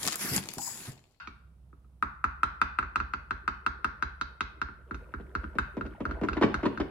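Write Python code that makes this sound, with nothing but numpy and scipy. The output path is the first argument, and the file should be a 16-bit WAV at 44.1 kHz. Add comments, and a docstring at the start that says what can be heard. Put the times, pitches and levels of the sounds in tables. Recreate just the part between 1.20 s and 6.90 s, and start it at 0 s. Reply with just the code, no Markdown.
"""Beating yogurt in a glass mug

A spoon beats thick yogurt and milk on a kitchen counter, about five turns a second. Each turn knocks
the wall of the mug, whose ring the filling damps to a short clink, and thumps the counter. Later the
spoon digs deeper and air pockets plop and squelch. A faint hum fills the small, echoing room."""
import sys
import numpy as np
from scipy import signal
from scipy.io import wavfile

SR = 44100
rng = np.random.default_rng(int(sys.argv[2]) if len(sys.argv) > 2 else 0)


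def int16_out(signal):
    """Quantize to a 16-bit WAV file."""
    q = np.round(np.clip(np.atleast_2d(signal).T, -1, 1) * 32767)
    wavfile.write(sys.argv[1], SR, q.astype(np.int16))


N = 251370


def from_db(db):
    """Turn decibels into a gain."""
    return 10 ** (np.asarray(db) / 20)

def rms_one(x):
    """Scale to an average power of one."""
    return x / np.sqrt(np.mean(x ** 2) + 1e-20)

def peak_one(x):
    """Scale to a peak of one."""
    return x / np.abs(x).max()

def seconds(length):
    """The time of each sample."""
    return np.arange(int(length * SR)) / SR

def panned(db):
    """Left and right gains; positive is louder on the left."""
    return from_db(np.array([[.5], [-.5]]) * db)

def spaced(sound, lag_s):
    """The sound reaches the right side later than the left (earlier if negative)."""
    left, right = np.broadcast_to(sound, (2, sound.shape[-1]))
    i = np.arange(len(left))
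    return np.array([np.interp(i - max(-lag_s, 0) * SR, i, left, left=0),
                     np.interp(i - max(lag_s, 0) * SR, i, right, left=0)])

def cut(x, hz, kind, order=2):
    """Keep the lows, the highs or a band."""
    sos = signal.butter(order, np.clip(hz, 10, .45 * SR), kind, fs=SR, output="sos")
    return signal.sosfilt(sos, x + 1e-18)

def add(track, s, sound):
    """Mix a sound in at s seconds."""
    i = max(round(s * SR), 0)
    track[:, i:i + sound.shape[-1]] += sound[..., :N - i]

def at_hz(table, hz, column=1):
    """Read a table between its listed frequencies."""
    table = np.array(table)
    return np.interp(np.log(hz), np.log(table[:, 0]), table[:, column])

def noise_bands(size, alike_hz):
    """Half-octave bands of stereo noise; the two sides agree in the bass."""
    edges = 22 * 2 ** np.arange(0, 10, .5)
    white = rng.standard_normal((2, 2, size))
    for k, (low, high) in enumerate(zip(edges, edges[1:])):
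        hz = np.sqrt(low * high)
        mid, side = cut(white[k % 2], [low, high], "band")
        alike = 1 / (1 + (hz / alike_hz) ** 2)
        yield hz, np.sqrt((1 + alike) / 2) * mid + np.sqrt((1 - alike) / 2) * side * [[1], [-1]]

def depth(s, dig_s=3.612, ramp_s=0.13):
    """How deep the spoon works: 0 high on the wall, 1 at the bottom."""
    return np.clip((s - dig_s) / ramp_s, 0, 1)

# tone of the room's air: f/Hz, relative level/dB
AIR_TONE = [(18, -44), (30, 0.5), (75, -5.5), (154, -6), (240, -23), (1000, -32), (1270, -34.5),
            (1730, -50), (2490, -45), (7240, -57), (9390, -63.5), (15000, -60.5)]
def room_air(bands):
    """The air makes a soft rumble with a trace of hiss."""
    return from_db(-60.5) * rms_one(sum(from_db(at_hz(AIR_TONE, hz)) * band for hz, band in bands))

# tone of rustling flannel: f/Hz, relative level/dB
SLEEVE_TONE = [(100, -29.5), (2500, 0.5), (7000, -5), (9300, 0.5), (11700, -5), (14000, -5.5)]
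def sleeve(bands):
    """The sleeve rustles with the arm, more once the spoon digs down."""
    rustle = rms_one(sum(from_db(at_hz(SLEEVE_TONE, hz)) * band[:, ::-1] for hz, band in bands))
    return from_db(-84 + 6 * depth(np.arange(N) / SR)) * rustle

def background(hum_hz=63.8):
    """Room air, the low hum of an appliance and the sleeve."""
    bands = list(noise_bands(N, alike_hz=613))
    hum = from_db(-56) * np.sqrt(2) * np.sin(2 * np.pi * hum_hz * np.arange(N) / SR)
    return panned(-3.3) * (room_air(bands) + hum) + sleeve(bands)

# the kitchen's lingering sound: f/Hz, level/dB, time to fade by 60 dB/s
ROOM_TAIL = [(58.3, -2.5, 0.98), (200, -8, 0.4), (356, 4.5, 0.17), (704, -2, 0.43), (1400, -8, 0.54),
             (2270, -4.5, 0.47), (4380, -5, 0.45), (8460, -9.5, 0.15), (15000, -25, 0.22)]
# bounces off nearby surfaces: delay/s, gain, side (0 left, 1 right)
NEAR_ECHOES = [(0.003263, 0.56, 0), (0.0098, 0.045, 0), (0.00305, 0.29, 1), (0.008, 0.38, 1)]
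def kitchen_response():
    """Things on the counter bounce the sound back first; then a wash of echoes dies away."""
    t = seconds(.6)
    response = np.zeros((2, len(t)))
    for hz, band in noise_bands(len(t), alike_hz=316):
        decay = np.log(1000) / at_hz(ROOM_TAIL, hz, column=2)
        response += from_db(at_hz(ROOM_TAIL, hz)) * band * np.exp(-decay * t) * np.sqrt(2 * decay / SR)
    response *= (1 - np.exp(-(t / .005) ** 2)) * (1 + 1.6 * np.exp(-t / .008))  # quick early swell
    for delay, gain, side in NEAR_ECHOES:
        click = 1.0 * (t == t[round(delay * SR)])
        response[round(side) % 2] += gain * cut(click, 7000, "low")
    return response

def bubble(hz, cycles, rise):
    """An air pocket rings for some cycles while its pitch slides."""
    t = seconds(.1)
    life = np.minimum(t * hz / cycles, 2)
    return np.exp(-np.log(1000) * life) * np.sin(2 * np.pi * np.cumsum(hz * (1 + rise * life)) / SR)

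# how loudly the filling churns: t/s, relative level/dB
CHURN_LEVELS = [(0.2, -88), (0.6, -89), (1.47, -70), (3.54, -67), (3.89, -57.5), (4.47, -59), (5.27, -45),
                (5.7, -52.5)]
def churn(count=1500):
    """Small soft bubbles are folded in all the time; the thick filling muffles the high ones."""
    out = np.zeros((2, N))
    for when, smallness, faintness in rng.random((count, 3)):
        pop = bubble(310 * 11 ** smallness, cycles=15, rise=0.21)
        add(out, when * N / SR, from_db(-14 * faintness - 3 * smallness) * pop)
    level_db = np.interp(np.arange(N) / SR, *np.transpose(CHURN_LEVELS)) - 2.5
    return rms_one(cut(out, 2400, "low")) * from_db(level_db)

def squelch(spread_s=0.015, low_hz=896, high_hz=8800, count=36):
    """A wet film tears into a swarm of tiny bubbles, the smaller ones fainter."""
    out = np.zeros(int(.3 * SR))
    for when, smallness, faintness in rng.random((count, 3)):
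        hz = low_hz * (high_hz / low_hz) ** smallness
        pop = from_db(-4 * np.log2(hz / low_hz) - 10 * faintness) * bubble(hz, cycles=12.8, rise=0.22)
        i = int(spread_s * when ** 2 * SR)
        out[i:i + len(pop)] += pop * rng.choice([-1, 1])
    return cut(peak_one(out), 4000, "low")

# air pockets closing in the yogurt: t/s, relative level/dB, f/Hz
AIR_POCKETS = [(4.0, -35, 206), (4.235, -37.5, 247), (4.356, -29.5, 224), (4.571, -22, 239),
               (4.654, -29.5, 230), (4.807, -22.5, 238), (4.894, -31, 256), (5.016, -19.5, 211),
               (5.036, -19, 320), (5.17, -19, 300), (5.215, -13, 310), (5.224, -13.5, 426),
               (5.233, -17, 456), (5.238, -11, 230), (5.433, -19, 295), (5.455, -20, 426), (5.46, -15, 254),
               (5.602, -17.5, 308)]
def plops(usual_db=-21.5, usual_hz=263):
    """The hollow behind the spoon closes with a low gulp, and its film tears with a squelch."""
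    out = np.zeros((2, N))
    for s, size_db, hz in AIR_POCKETS:
        # big pockets tear louder; shallow, high ones are wetter and gulp less
        octaves = np.log2(hz / usual_hz)
        gulp_db = size_db - 1 - 2 * octaves
        squelch_db = -32 + 0.79 * (size_db - usual_db) + 17.5 * octaves
        overtone = from_db(-7) * bubble(2.05 * hz, cycles=5.4, rise=0.035)
        gulp = peak_one(cut(bubble(hz, cycles=6.1, rise=-0.026) + overtone, 123, "high"))
        add(out, s - .002, panned(-0.29) * from_db(gulp_db) * spaced(gulp, lag_s=0.000043))
        add(out, s, from_db(squelch_db) * spaced(squelch(), lag_s=.00007))
    return out

def struck(tones, tune, scatter_db):
    """A blow rings all of an object's tones; their strengths vary with the spot hit."""
    t = seconds(.25)
    out = np.zeros((2, len(t)))
    for hz, db, fade_s, pan in tones:
        fade = from_db(db + scatter_db * rng.normal() - 60 * t / fade_s)
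        out += panned(pan) * fade * np.sin(2 * np.pi * hz * tune * t)
    return out

# counter top: f/Hz before tuning, level/dB, fade time/s, left minus right/dB
COUNTER_TONES = [(65.8, 7, 0.08, -5), (142.8, -11, 0.21, 3.5), (219.3, -1, 0.037, 4.5),
                 (334, 4, 0.009, -14)]
def counter_thump():
    """A knock passes through the base of the mug and shakes the counter."""
    return cut(struck(COUNTER_TONES, tune=0.99, scatter_db=1.86), 450, "low", order=4)

def resonate(x, hz, width):
    """Let a sound ring in one band around hz."""
    r = np.exp(-np.pi * width / SR)
    feedback = [1, -2 * r * np.cos(2 * np.pi * hz / SR), r * r]
    return signal.lfilter(np.array([1, 0, -1]) * (1 - r * r) / 2, feedback, x)

def tick(bands, skid_s, grit):
    """The steel lands and skids briefly, which makes it ring in broad bands."""
    t = seconds(.25)
    force = grit * rng.standard_normal(len(t)) * np.exp(-t / skid_s)
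    force[0] += 1  # the landing
    steel = sum((-1) ** k * from_db(db) * resonate(force + 1e-18, hz, width)
                for k, (hz, width, db) in enumerate(bands))
    return peak_one(cut(steel, 1.14 * bands[0][0], "high"))

# steel spoon damped by the fingers: f/Hz, width/Hz, level/dB
STEEL_BANDS = [(3024, 970, 0.5), (3810, 490, 4.5), (4350, 437, 1.5), (6440, 980, -9.5)]
# sharp edge of the spoon's bowl: f/Hz, width/Hz, level/dB
TIP_BANDS = [(8380, 1200, -2), (10600, 910, -16.5), (14300, 770, -20.5)]
# spoon handle: f/Hz, level/dB, fade time/s, left minus right/dB
HANDLE_TONES = [(4026, 4, 0.15, -2.5), (4330, -7, 0.16, -1), (4710, -2.5, 0.17, 2)]
def spoon(force_db, bright_db):
    """The spoon ticks on the right; its handle rings on when it lands on its edge."""
    steel = from_db(-31.5 + force_db + bright_db) * tick(STEEL_BANDS, skid_s=0.0048, grit=0.12)
    tip = from_db(-46.5 + 2.37 * force_db + 0.6 * bright_db) * tick(TIP_BANDS, skid_s=0.0018, grit=0.3)
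    handle = from_db(-58 + force_db + 1.1 * bright_db) * struck(HANDLE_TONES, tune=1, scatter_db=3.5)
    return spaced(steel, lag_s=-0.000059) + spaced(tip, lag_s=-0.00013) + handle

def wall_pitch(s, clean_hz=1375, cling_hz=127, start_s=0.54, loosen_s=0.85):
    """The ring of the wall climbs and settles as the clinging yogurt comes loose."""
    return clean_hz - cling_hz * np.exp(-max(s - start_s, 0) / loosen_s)

# glass wall: f/Hz before tuning, level/dB, fade time/s, left minus right/dB
GLASS_TONES = [(912, -26.5, 0.025, 11), (1110, -28, 0.056, -23.5), (1270, -5, 0.039, 11),
               (1370, 13.5, 0.028, 1), (1485, 0.5, 0.029, 10.5), (1996, -9, 0.012, -2),
               (2460, -10.5, 0.017, 5), (2651, -18.5, 0.02, -34)]
def clink(force_db, bright_db, hz):
    """Spoon meets glass, a little to the left; a brighter hit wakes the wall's upper tones."""
    upper_db = 9.5 + 0.88 * bright_db
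    tones = [(f, db + upper_db * (f > 1800), fade_s, pan) for f, db, fade_s, pan in GLASS_TONES]
    ring = struck(tones, tune=hz / 1340, scatter_db=3.5)
    ring = cut(ring, 997, "high", order=4)  # glass gives off little below its lowest tone
    ring = peak_one(cut(ring, 2546, "low", order=6))
    glass = from_db(-14.5 + force_db) * panned(0.9) * spaced(ring, lag_s=.00009)
    return glass + spoon(force_db, bright_db)

# hits of the spoon on the mug: t/s, relative level/dB, brightness (steel over glass)/dB
SPOON_HITS = [(0.0732, -32, -20), (0.5288, -50.5, -54), (0.6452, -62, -31), (0.8252, -14, -34.5),
              (1.041, -13, -37), (1.232, -12, -32), (1.4153, -11, -30), (1.5872, -14, -32.5),
              (1.6272, -23.5, -36), (1.7578, -14.5, -30.5), (1.8011, -19.5, -32), (1.9362, -20, -29.5),
              (2.108, -18, -30), (2.2779, -15, -32), (2.4635, -14.5, -30), (2.6446, -14.5, -30),
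              (2.8243, -16, -28), (3.0119, -20, -20.5), (3.207, -18, -21.5), (3.4157, -18.5, -30),
              (3.4858, -32.5, -44), (3.7099, -27, -36), (3.7445, -33.5, -22.5), (3.9385, -26, -37.5),
              (4.1515, -19.5, -31.5), (4.241, -30.5, -33.5), (4.3851, -14, -30), (4.6102, -25.5, -33),
              (4.6637, -40.5, -20.5), (4.8531, -21, -35), (4.9107, -27.5, -29), (5.0863, -19.5, -26),
              (5.1313, -28, -22.5), (5.3423, -17.5, -26), (5.5746, -26, -31)]
def knocks(usual_db=-17, usual_bright_db=-25.5):
    """Each hit clinks the mug and thumps the counter; the thumps grow once the spoon digs down."""
    out = np.zeros((2, N))
    for s, level_db, bright_db in SPOON_HITS:
        force_db = level_db - usual_db
        add(out, s, clink(force_db, bright_db - usual_bright_db, wall_pitch(s)))
        thump_db = -37 + 0.45 * force_db + 7.5 * depth(s)
        thump_db = min(thump_db, level_db - 2.5)  # a light touch cannot shake the counter much
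        add(out, s, from_db(thump_db) * counter_thump())
    return out

def scene():
    """Mug and filling sound into the kitchen, which still rings from a knock just before."""
    mug = knocks() + plops() + churn()
    room = kitchen_response()
    out = mug + signal.fftconvolve(mug[:1], room, axes=1)[:, :N]
    earlier_knock = signal.fftconvolve(clink(force_db=-0.5, bright_db=1.5, hz=1380), room, axes=1)
    add(out, 0, earlier_knock[:, int(.04 * SR):])
    return out + background()

def record(dry):
    """The microphone chain delays the bass, so each thump sweeps downward; rumble and top are cut."""
    lag_hz, stages = 100, 12
    pole = np.exp(-2 * np.pi * lag_hz / SR)
    bass_delay = [[pole, -1, 0, 1, -pole, 0]] * stages
    swept = signal.sosfilt(bass_delay, cut(dry, 51.6, "high", order=4))
    return cut(swept, 15800, "low", order=16)


dry = scene()
out = record(dry)
int16_out(out)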